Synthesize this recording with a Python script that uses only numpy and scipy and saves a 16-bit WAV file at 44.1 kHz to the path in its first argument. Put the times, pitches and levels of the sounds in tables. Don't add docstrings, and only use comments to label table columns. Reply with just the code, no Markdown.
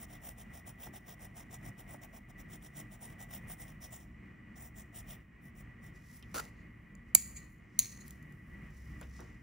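import sys
import numpy as np
from scipy import signal
from scipy.fft import rfft, irfft, next_fast_len
from scipy.io import wavfile
from scipy.ndimage import uniform_filter1d

SR = 44100
rng = np.random.default_rng(int(sys.argv[2]) if len(sys.argv) > 2 else 0)


def put_to_file(sound):
    columns = np.atleast_2d(sound).T
    safe = np.clip(columns, -1, 1)
    whole_steps = np.round(safe * 32767)
    wavfile.write(sys.argv[1], SR, whole_steps.astype(np.int16))


def nominal_scale(level):
    x = np.asarray(level, float) / 20
    return 10 ** x


N = 415422
SIZE = next_fast_len(N + SR)
HZ = np.arange(SIZE // 2 + 1) * SR / SIZE + 1e-3
TIME = np.arange(N) / SR
PLUS_MINUS = np.array([[1], [-1]])


def shape(x, gain):
    return irfft(rfft(x, SIZE) * gain, SIZE)[..., :N]


def unit(x):
    return x / np.sqrt(np.mean(x ** 2))


def slope(points):
    hz, value = np.transpose(points)
    return np.interp(np.log(HZ), np.log(hz + 1), value)


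def peaks(modes):
    return sum(nominal_scale(db) * 1j * HZ * w / (f * f - HZ ** 2 + 1j * HZ * w) for f, w, db in modes)


def bands(modes):
    return np.sqrt(sum(np.abs(peaks([mode])) ** 2 for mode in modes))


def curve(rows):
    s, db = np.transpose(rows)
    before = db[0] if s[0] <= 0 else -200
    return nominal_scale(np.interp(TIME, s, db, before, -200))


def ports(pair):
    # (frequency [Hz], level [dB])
    opposed = [(60, -25), (200, -17), (380, -6), (600, -1.5), (950, -2.5), (1250, -6), (1500, -4),
               (2000, -15), (2700, -5.5), (3600, -22), (4500, -4), (5400, -10), (6400, -8), (7900, -4),
               (9100, -14), (9800, -8), (11200, -26), (12500, -26), (14000, -9.5), (15000, -8),
               (15600, -14)]
    side = nominal_scale(slope(opposed))
    total = np.hypot(1, side)
    return shape(pair[0], 1 / total) + PLUS_MINUS * shape(pair[1], side / total)


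def grit(scatter_db, patch_s, patch_db):
    patches = unit(uniform_filter1d(rng.standard_normal(N), max(int(patch_s * SR), 1)))
    grain_db = scatter_db * rng.exponential(size=N) + patch_db * patches
    return ports(rng.standard_normal((2, N)) * nominal_scale(grain_db))


def ring(hz, t60, length):
    t = np.arange(length) / SR
    return np.sin(2 * np.pi * hz * t) * 1000. ** (-t / t60)


def shading():
    # (time of top speed [s], time to reach it [s], hiss before chance changes [dB])
    strokes = [(0.023, .027, -50.5), (0.135, .036, -54), (0.273, .043, -49.9), (0.405, .025, -54.4),
               (0.565, .038, -55), (0.686, .023, -53.3), (0.841, .038, -52), (0.96, .023, -51),
               (1.105, .035, -54), (1.235, .032, -54.5), (1.393, .035, -54), (1.54, .026, -51.5),
               (1.665, .032, -56), (1.802, .021, -55.5), (1.923, .037, -55), (2.039, .019, -53.5),
               (2.162, .026, -57), (2.302, .014, -63), (2.401, .02, -56), (2.534, .032, -53.5),
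               (2.653, .026, -53.8), (2.785, .032, -50), (2.936, .023, -55.5), (3.042, .028, -52),
               (3.109, .029, -62.5), (3.22, .026, -50), (3.345, .035, -49), (3.515, .029, -47.5),
               (3.62, .03, -50.5), (3.692, .031, -61), (3.844, .028, -50.5), (3.946, .031, -51),
               (4.016, .027, -64), (4.572, .015, -60), (4.635, .047, -54.5), (4.794, .032, -53.7),
               (4.978, .032, -49.5), (5.115, .037, -52), (5.46, .037, -66.5), (5.588, .029, -60.3),
               (5.861, .035, -61)]
    # (frequency [Hz], width [Hz], level [dB])
    sheet_modes = [(3100, 500, -10.5), (3650, 400, -13), (5600, 700, -6), (7000, 500, -8), (7500, 400, -11),
                   (8600, 600, -6), (9250, 400, 0), (10400, 400, -6), (11700, 800, -.5), (12600, 300, -7),
                   (13100, 350, -3), (13600, 350, -3), (14300, 700, -4), (15150, 400, -6), (15650, 400, 0)]
    # (frequency [Hz], width [Hz], level [dB])
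    desk_modes = [(200, 600, -4.5), (688, 134, 7), (1180, 630, -23), (2300, 2400, -14)]
    # (time [s], rumble under a stroke of middling hiss [dB])
    rumble_level = [(0, -61), (2.1, -59), (2.7, -64), (3.1, -59.5), (3.6, -64), (5.1, -64), (5.5, -70),
                    (6.1, -63)]
    hiss_bands_hz = [3300, 5500, 7400, 9200, 11700, 13800, 15600]
    middling_db, rumble_per_hiss = -54, .55
    slowing = 1.02
    creep_db, creep_s = -17, .07
    colour_db, flicker_db, flicker_s = 2.1, 1.8, .008
    dip_hz, dip_width_hz, dip_depth = 4450, 1300, .55

    s, rise, hiss_db = np.transpose(strokes)[:, :, None]
    t = TIME - s
    span = np.where(t < 0, rise, rise * slowing)
    speed = np.exp(-np.abs(t / span).clip(0, 9) ** 2.6)
    speed = np.maximum(speed, nominal_scale(creep_db) * (t > 0) * np.exp(-t.clip(0) / creep_s))

    count = len(hiss_bands_hz)
    lean = rng.standard_normal((len(strokes), count))
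    flicker = unit(uniform_filter1d(rng.standard_normal((count, N)), int(flicker_s * SR)))
    hiss = nominal_scale(hiss_db + colour_db * lean).T @ speed * nominal_scale(flicker_db * flicker)
    rumble = nominal_scale(rumble_per_hiss * (hiss_db[:, 0] - middling_db)) @ speed ** 0.62

    fibres = grit(scatter_db=1.7, patch_s=.005, patch_db=1.9)
    dip = 1 - dip_depth * np.exp(-((HZ - dip_hz) / dip_width_hz * 2) ** 2)
    share = np.array([np.interp(HZ, hiss_bands_hz, row) for row in np.eye(count)])
    parts = shape(fibres, bands(sheet_modes) ** 1.045 * dip * share[:, None])
    scale = np.sqrt(np.mean(parts.sum(0) ** 2))
    desk = unit(shape(fibres, bands(desk_modes) / (1 + (HZ / 3100) ** 6)))
    return (hiss[:, None] * parts).sum(0) / scale, rumble * curve(rumble_level) * desk


def hand():
    # (time of the peak [s], peak before tilt [dB], swell [dB/s], fade [dB/s],
    # tilt, added above 8.8 kHz and taken off below [dB])
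    brushes = [(5.96, -66, 660, 400, -2), (6.1, -64.5, 110, 100, -1.5), (6.17, -58, 150, 400, 3.5),
               (6.335, -72, 210, 100, 5), (6.43, -65, 100, 170, -5), (6.72, -85, 60, 15, 6),
               (7.1, -76, 240, 600, -1), (7.53, -74, 130, 220, 8), (7.775, -75.5, 110, 600, -5),
               (8.07, -59.5, 290, 130, 2), (8.35, -76, 50, 110, 5), (8.5, -75.5, 65, 50, 4),
               (8.76, -69.5, 130, 20, -.6), (8.9, -70, 30, 55, .4), (9.03, -62.5, 330, 250, 0),
               (9.18, -63, 140, 95, -4)]
    # (frequency [Hz], density [dB per Hz])
    skin_colour = [(300, -14), (1500, -12), (4300, -11), (5300, -4), (6700, -6), (9100, -9), (10600, 0),
                   (12500, -3), (14500, -7), (16000, -10)]
    # (time [s], level [dB])
    drag_level = [(6.341, -53), (6.344, -38), (6.37, -39.5), (6.399, -38.5), (6.404, -42), (6.409, -52),
                  (6.5, -68)]
    # (frequency [Hz], width [Hz], level [dB])
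    drag_modes = [(230, 120, 1.5), (450, 78, 0.5), (850, 400, -4), (1300, 400, 0.5), (2730, 260, -6),
                  (4600, 1600, -8.5), (6300, 650, -8), (7100, 740, -7), (9500, 450, -7), (10200, 720, -1.5),
                  (12600, 1800, -3), (15300, 1480, -15)]
    # (time [s], level [dB])
    sing_level = [(6.343, -53), (6.374, -48), (6.383, -42), (6.388, -45), (6.396, -39.5), (6.408, -58)]
    sing_hz, sing_width_hz = 1365, 150

    skin = grit(scatter_db=1.4, patch_s=.008, patch_db=1.5)
    low = 1 / (1 + (HZ / 8800) ** 8)
    dull, bright = shape(skin, nominal_scale(slope(skin_colour)) * np.array([[low], [1 - low]]))
    scale = np.sqrt(np.mean((dull + bright) ** 2))
    power = 0
    for s, db, swell, fade, tilt_db in brushes:
        level_db = db - np.where(TIME < s, swell * (s - TIME), fade * (TIME - s))
        power = power + nominal_scale(level_db + tilt_db * PLUS_MINUS) ** 2
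    brushing = (bright * np.sqrt(power[0]) + dull * np.sqrt(power[1])) / scale

    rough = grit(scatter_db=2.3, patch_s=.003, patch_db=2.8)
    drag = unit(shape(rough, bands(drag_modes))) * curve(drag_level)
    singing = unit(shape(rough, bands([(sing_hz, sing_width_hz, 0)]) ** 2)) * curve(sing_level)
    return brushing + drag + singing


def clicks():
    # (time [s], peak in the left channel [dB], tilt [dB per octave],
    # spread of the treble in the right channel [ms])
    knocks = [(6.2262, -45, -4, 0), (6.952, -44.5, -5.5, 0), (7.151, 6.5, 0.6, 5.2), (7.1543, -14, 3, 2.1),
              (7.159, -30, 3, 0), (7.1622, -26, 4, 0), (7.1678, -29, 4, 0), (7.7895, -26, -5, 0),
              (7.7914, -2.5, 5, 0), (7.7933, -14, 2.2, 0), (7.7983, -16.5, 0.1, 0), (7.803, -21, 0.6, 0),
              (7.8095, -27, 2.5, 0), (7.8215, -30, 1.5, 0), (7.831, -30, -1.5, 0),
              (8.0805, -34.5, 2.5, 1.6), (8.1075, -32, 1.5, 1.6), (8.227, -48.5, 3, 1.6),
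              (8.3235, -51, -2.5, 1.6), (9.0125, -33.5, -1.5, 0), (9.098, -52, -2.2, 0),
              (9.205, -42, -1.5, 0)]
    # (frequency [Hz], t60 [s], level [dB])
    click_modes = [(750, .006, -23), (2310, 0.02, -24), (2950, .008, -42), (4570, 0.0055, -14),
                   (4930, .007, -14), (6510, .007, -9), (7090, 0.007, 3), (7650, .0045, -0.5),
                   (9550, .005, 4.5), (10840, .004, 2), (12170, 0.006, 4), (13590, 0.0033, 0.5),
                   (15000, 0.003, -1.5), (16000, .002, -8)]
    # (time [s], pitch factor under 8 kHz [ratio], extra level of the
    # 4.6 kHz mode [dB], extra level of the 5 kHz mode [dB], crack before tilt [dB], crack fading time [ms])
    voicings = [(0, .76, 0.1, 0, -2, 1.6), (6.9, .99, -2.5, 0.1, -9, 1.2), (7.5, .92, 9.5, -25, -12, 1.2),
                (8.05, 1.0, 1.5, 3, 1, 2.2), (9.05, .82, -6, 0, 0, 1.8)]
    hollow_hz, hollow_right = 2200, 1.8
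    spread_db = -2.1

    out, length = np.zeros((2, N + SR)), SR // 20
    lead_in = length // 10
    t = np.arange(length) / SR
    hz = np.arange(length // 2 + 1) * SR / length
    treble = 1 / (1 + (5500 / (hz + 1)) ** 12)
    hollow = 1j * hollow_right / (1 + 1j * (hz - hollow_hz) / 450)
    noise = rng.standard_normal((len(knocks), 2, length + 1))
    for (s, db, tilt_db, spread_ms), (crack, scatter) in zip(knocks, noise):
        _, pitch, low_db, upper_db, crack_db, crack_ms = [row for row in voicings if row[0] <= s][-1]
        sound = 0
        for k, (f, t60, mode_db) in enumerate(click_modes):
            level_db = mode_db + tilt_db * np.log2(f / 7000) + low_db * (k == 3) + upper_db * (k == 4)
            mode = ring(f * (pitch if f < 8000 else 1), t60, length)
            sound = sound + (-1) ** k * nominal_scale(level_db) * mode
        splinter = nominal_scale(crack_db + .9 * tilt_db) * np.diff(crack) * np.exp(-1000 * t / crack_ms)
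        sound = (sound + splinter) * (1 - np.exp(-t / 0.00016))
        sound = np.roll(sound * nominal_scale(db) / np.abs(sound).max(), lead_in)

        count = int(spread_ms * SR / 1000) + 1
        grains = scatter[1:count] * np.hanning(count + 1)[1:count] ** .4
        spread = np.r_[np.abs(scatter[0]), grains, np.zeros(length - count)]
        spread = np.roll(spread, -(2 * count // 3))
        spread = rfft(spread / np.sqrt(np.sum(spread ** 2))) * nominal_scale(spread_db * (count > 1))
        right = irfft(rfft(sound) * (1 - treble + treble * spread + hollow), length)
        i = int(s * SR) - lead_in
        out[:, i:i + length] += sound, right
    return out[:, :N]


def rattles():
    # (time [s], starting level [dB], t60 [s], centre of the loudest band [Hz],
    # its width before sharpening [Hz], centre of the band below [Hz])
    jostles = [(7.156, -41, .36, 7100, 900, 4600), (7.36, -57, .45, 6750, 600, 4300),
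               (7.797, -41.5, .5, 6380, 750, 4300)]
    out = 0
    for s, db, t60, hz, width_hz, lower_hz in jostles:
        ticks = grit(scatter_db=2.4, patch_s=.004, patch_db=3.2)
        skirt = [(2350, 500, -6), (9000, 1400, -6), (13800, 5000, -9)]
        colour = bands([(hz, width_hz, 0), (lower_hz, 520, -4.5)] + skirt) ** 1.4
        fade = (TIME >= s) * 1000. ** (-(TIME - s).clip(0) / t60)
        out = out + nominal_scale(db) * unit(shape(ticks, colour)) * fade
    return out


def bumps():
    # (time [s], starting crackle level [dB], centre [Hz], t60 [s])
    blows = [(.871, -49, 680, 0.03), (.876, -48, 150, .25), (1.944, -46.5, 520, 0.06),
             (3.5, -49.5, 600, .06), (6.2258, -58, 2980, .06), (6.344, -47, 450, 0.4),
             (7.151, -36.5, 900, .03), (9.013, -54, 350, 0.25), (9.0135, -53, 1300, 0.14),
             (9.029, -59, 2800, 0.1), (9.192, -56, 1100, 0.25), (9.199, -52, 350, .25)]
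    widest_hz = 1500
    out = 0
    for s, db, hz, t60 in blows:
        crackle = unit(grit(scatter_db=2.5, patch_s=0.0036, patch_db=1.0))
        crackle[:, int(s * SR) + 20] = 8.7
        fade = (TIME >= s) * 1000. ** (-(TIME - s).clip(0) / t60)
        band = peaks([(hz, min(1.6 * hz, widest_hz), 0)]) ** 3
        out = out + nominal_scale(db) * shape(crackle * fade, band / np.sqrt(np.mean(np.abs(band) ** 2)))
    return out


def room(x):
    # (frequency [Hz], width [Hz], level [dB])
    linger = [(2350, 500, 7.5), (4300, 600, 3), (6600, 900, -1.5)]
    cloud_t60_s, cloud_db = 0.49, -25.5
    long_t60_s, long_db = 0.52, -25
    slap_s, slap_db, slap_smear_s, slap_hz = .219, -34.5, .014, 14000

    t = np.arange(SR // 2) / SR
    early = (1 + 2.2 * np.exp(-t / .01)) * np.minimum(t / .003, 1)
    cloud = nominal_scale(cloud_db) * 1000. ** (-t / cloud_t60_s) * early
    slap = nominal_scale(slap_db) * np.exp(-np.abs(t - slap_s) / np.where(t < slap_s, .009, slap_smear_s))
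    noise = rng.standard_normal((2, 2, len(t))) / np.sqrt(SR / 100)
    near, far = (ports(pair)[:, :len(t)] for pair in noise)
    late = nominal_scale(long_db) * 1000. ** (-t / long_t60_s) * np.minimum(t / .01, 1) * far[:, ::-1]
    middle = rfft(late + 2.4 * near[:, ::-1] * slap, SIZE) * bands(linger) ** 1.4
    dull_slap = rfft(far * slap, SIZE) / (1 + (HZ / slap_hz) ** 4)
    return shape(x, rfft(near * cloud, SIZE) + middle + dull_slap)


def air():
    # (frequency [Hz], density [dB per Hz])
    air_colour = [(20, -36), (33, -28), (42, -7), (55, -3), (195, -3.5), (280, -13), (420, -20),
                  (800, -26.5), (1500, -25), (2300, -23), (3000, -36.5), (3600, -45.5), (5000, -48),
                  (9000, -46.5), (11500, -52), (13500, -47), (16000, -44.5)]
    # (frequency [Hz], width [Hz], level [dB])
    hums = [(44, 10, -61.5), (115, 10, -61.5), (150.8, 16, -64), (195, 25, -64), (234, 23, -65.5),
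            (302.3, 13, -69), (362, 12, -75.5), (1150, 190, -75), (1960, 27, -67), (1920, 200, -66.5),
            (2128, 20, -75), (2470, 40, -78), (2902, 240, -81)]
    # (time [s], level [dB])
    drone_level = [(0.0, -64), (1.65, -66), (3.8, -70), (4.14, -54), (5.38, -73), (6.45, -60), (6.8, -66),
                   (7.37, -56.5), (7.74, -75), (8.13, -55), (9.42, -55.5)]
    air_db = -56.5
    drone_hz, drone_wander_hz, drone_waver_db = 63.94, 2.2, 3.2

    mid, side, drift, sway = rng.standard_normal((4, N))
    tone = nominal_scale(slope(air_colour))
    tone = tone * nominal_scale(air_db) / np.sqrt(np.mean(tone ** 2))
    for f, w, db in hums:
        tone = np.hypot(tone, nominal_scale(db) * np.abs(peaks([(f, 1.124 * w, 0)])) ** 2 * np.sqrt(SR / (2 * w)))
    hz = drone_hz + drone_wander_hz * unit(uniform_filter1d(drift, SR // 6))
    drone = np.sqrt(2) * np.sin(2 * np.pi * np.cumsum(hz) / SR) * curve(drone_level)
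    waver = unit(uniform_filter1d(uniform_filter1d(drift[::-1], SR // 5), SR // 5))
    drone *= nominal_scale(drone_waver_db * waver)
    swell = nominal_scale(1.8 * unit(uniform_filter1d(uniform_filter1d(sway, SR // 12), SR // 12)))
    return swell * shape(ports([mid, side]), tone) + drone


def scene():
    hiss, rumble = shading()
    sheet, taps = hiss + hand(), clicks()
    walls = room(0.45 * sheet[0] + taps[0])
    return sheet + rumble + bumps() + taps + rattles() + walls + air()


def low_pass(x):
    return signal.sosfilt(signal.butter(12, 16830, fs=SR, output="sos"), x)


def record(dry):
    # (frequency [Hz], lead of the left channel [rad])
    channel_phase = [(0, 0), (5000, 0.0), (7500, -1.6), (10000, -2.7), (10700, -3.05), (12900, -3.25),
                     (13700, -3.95), (16000, -4.85), (22000, -5)]
    top_hz = 15750
    lead = np.exp(1j * np.interp(HZ, *np.transpose(channel_phase)))
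    heard = shape(dry, np.array([lead ** 0, 1 / lead]) / (1 + (HZ / top_hz) ** 300))
    return low_pass(np.clip(heard, -1, 1))


dry = scene()
out = record(dry)
put_to_file(out)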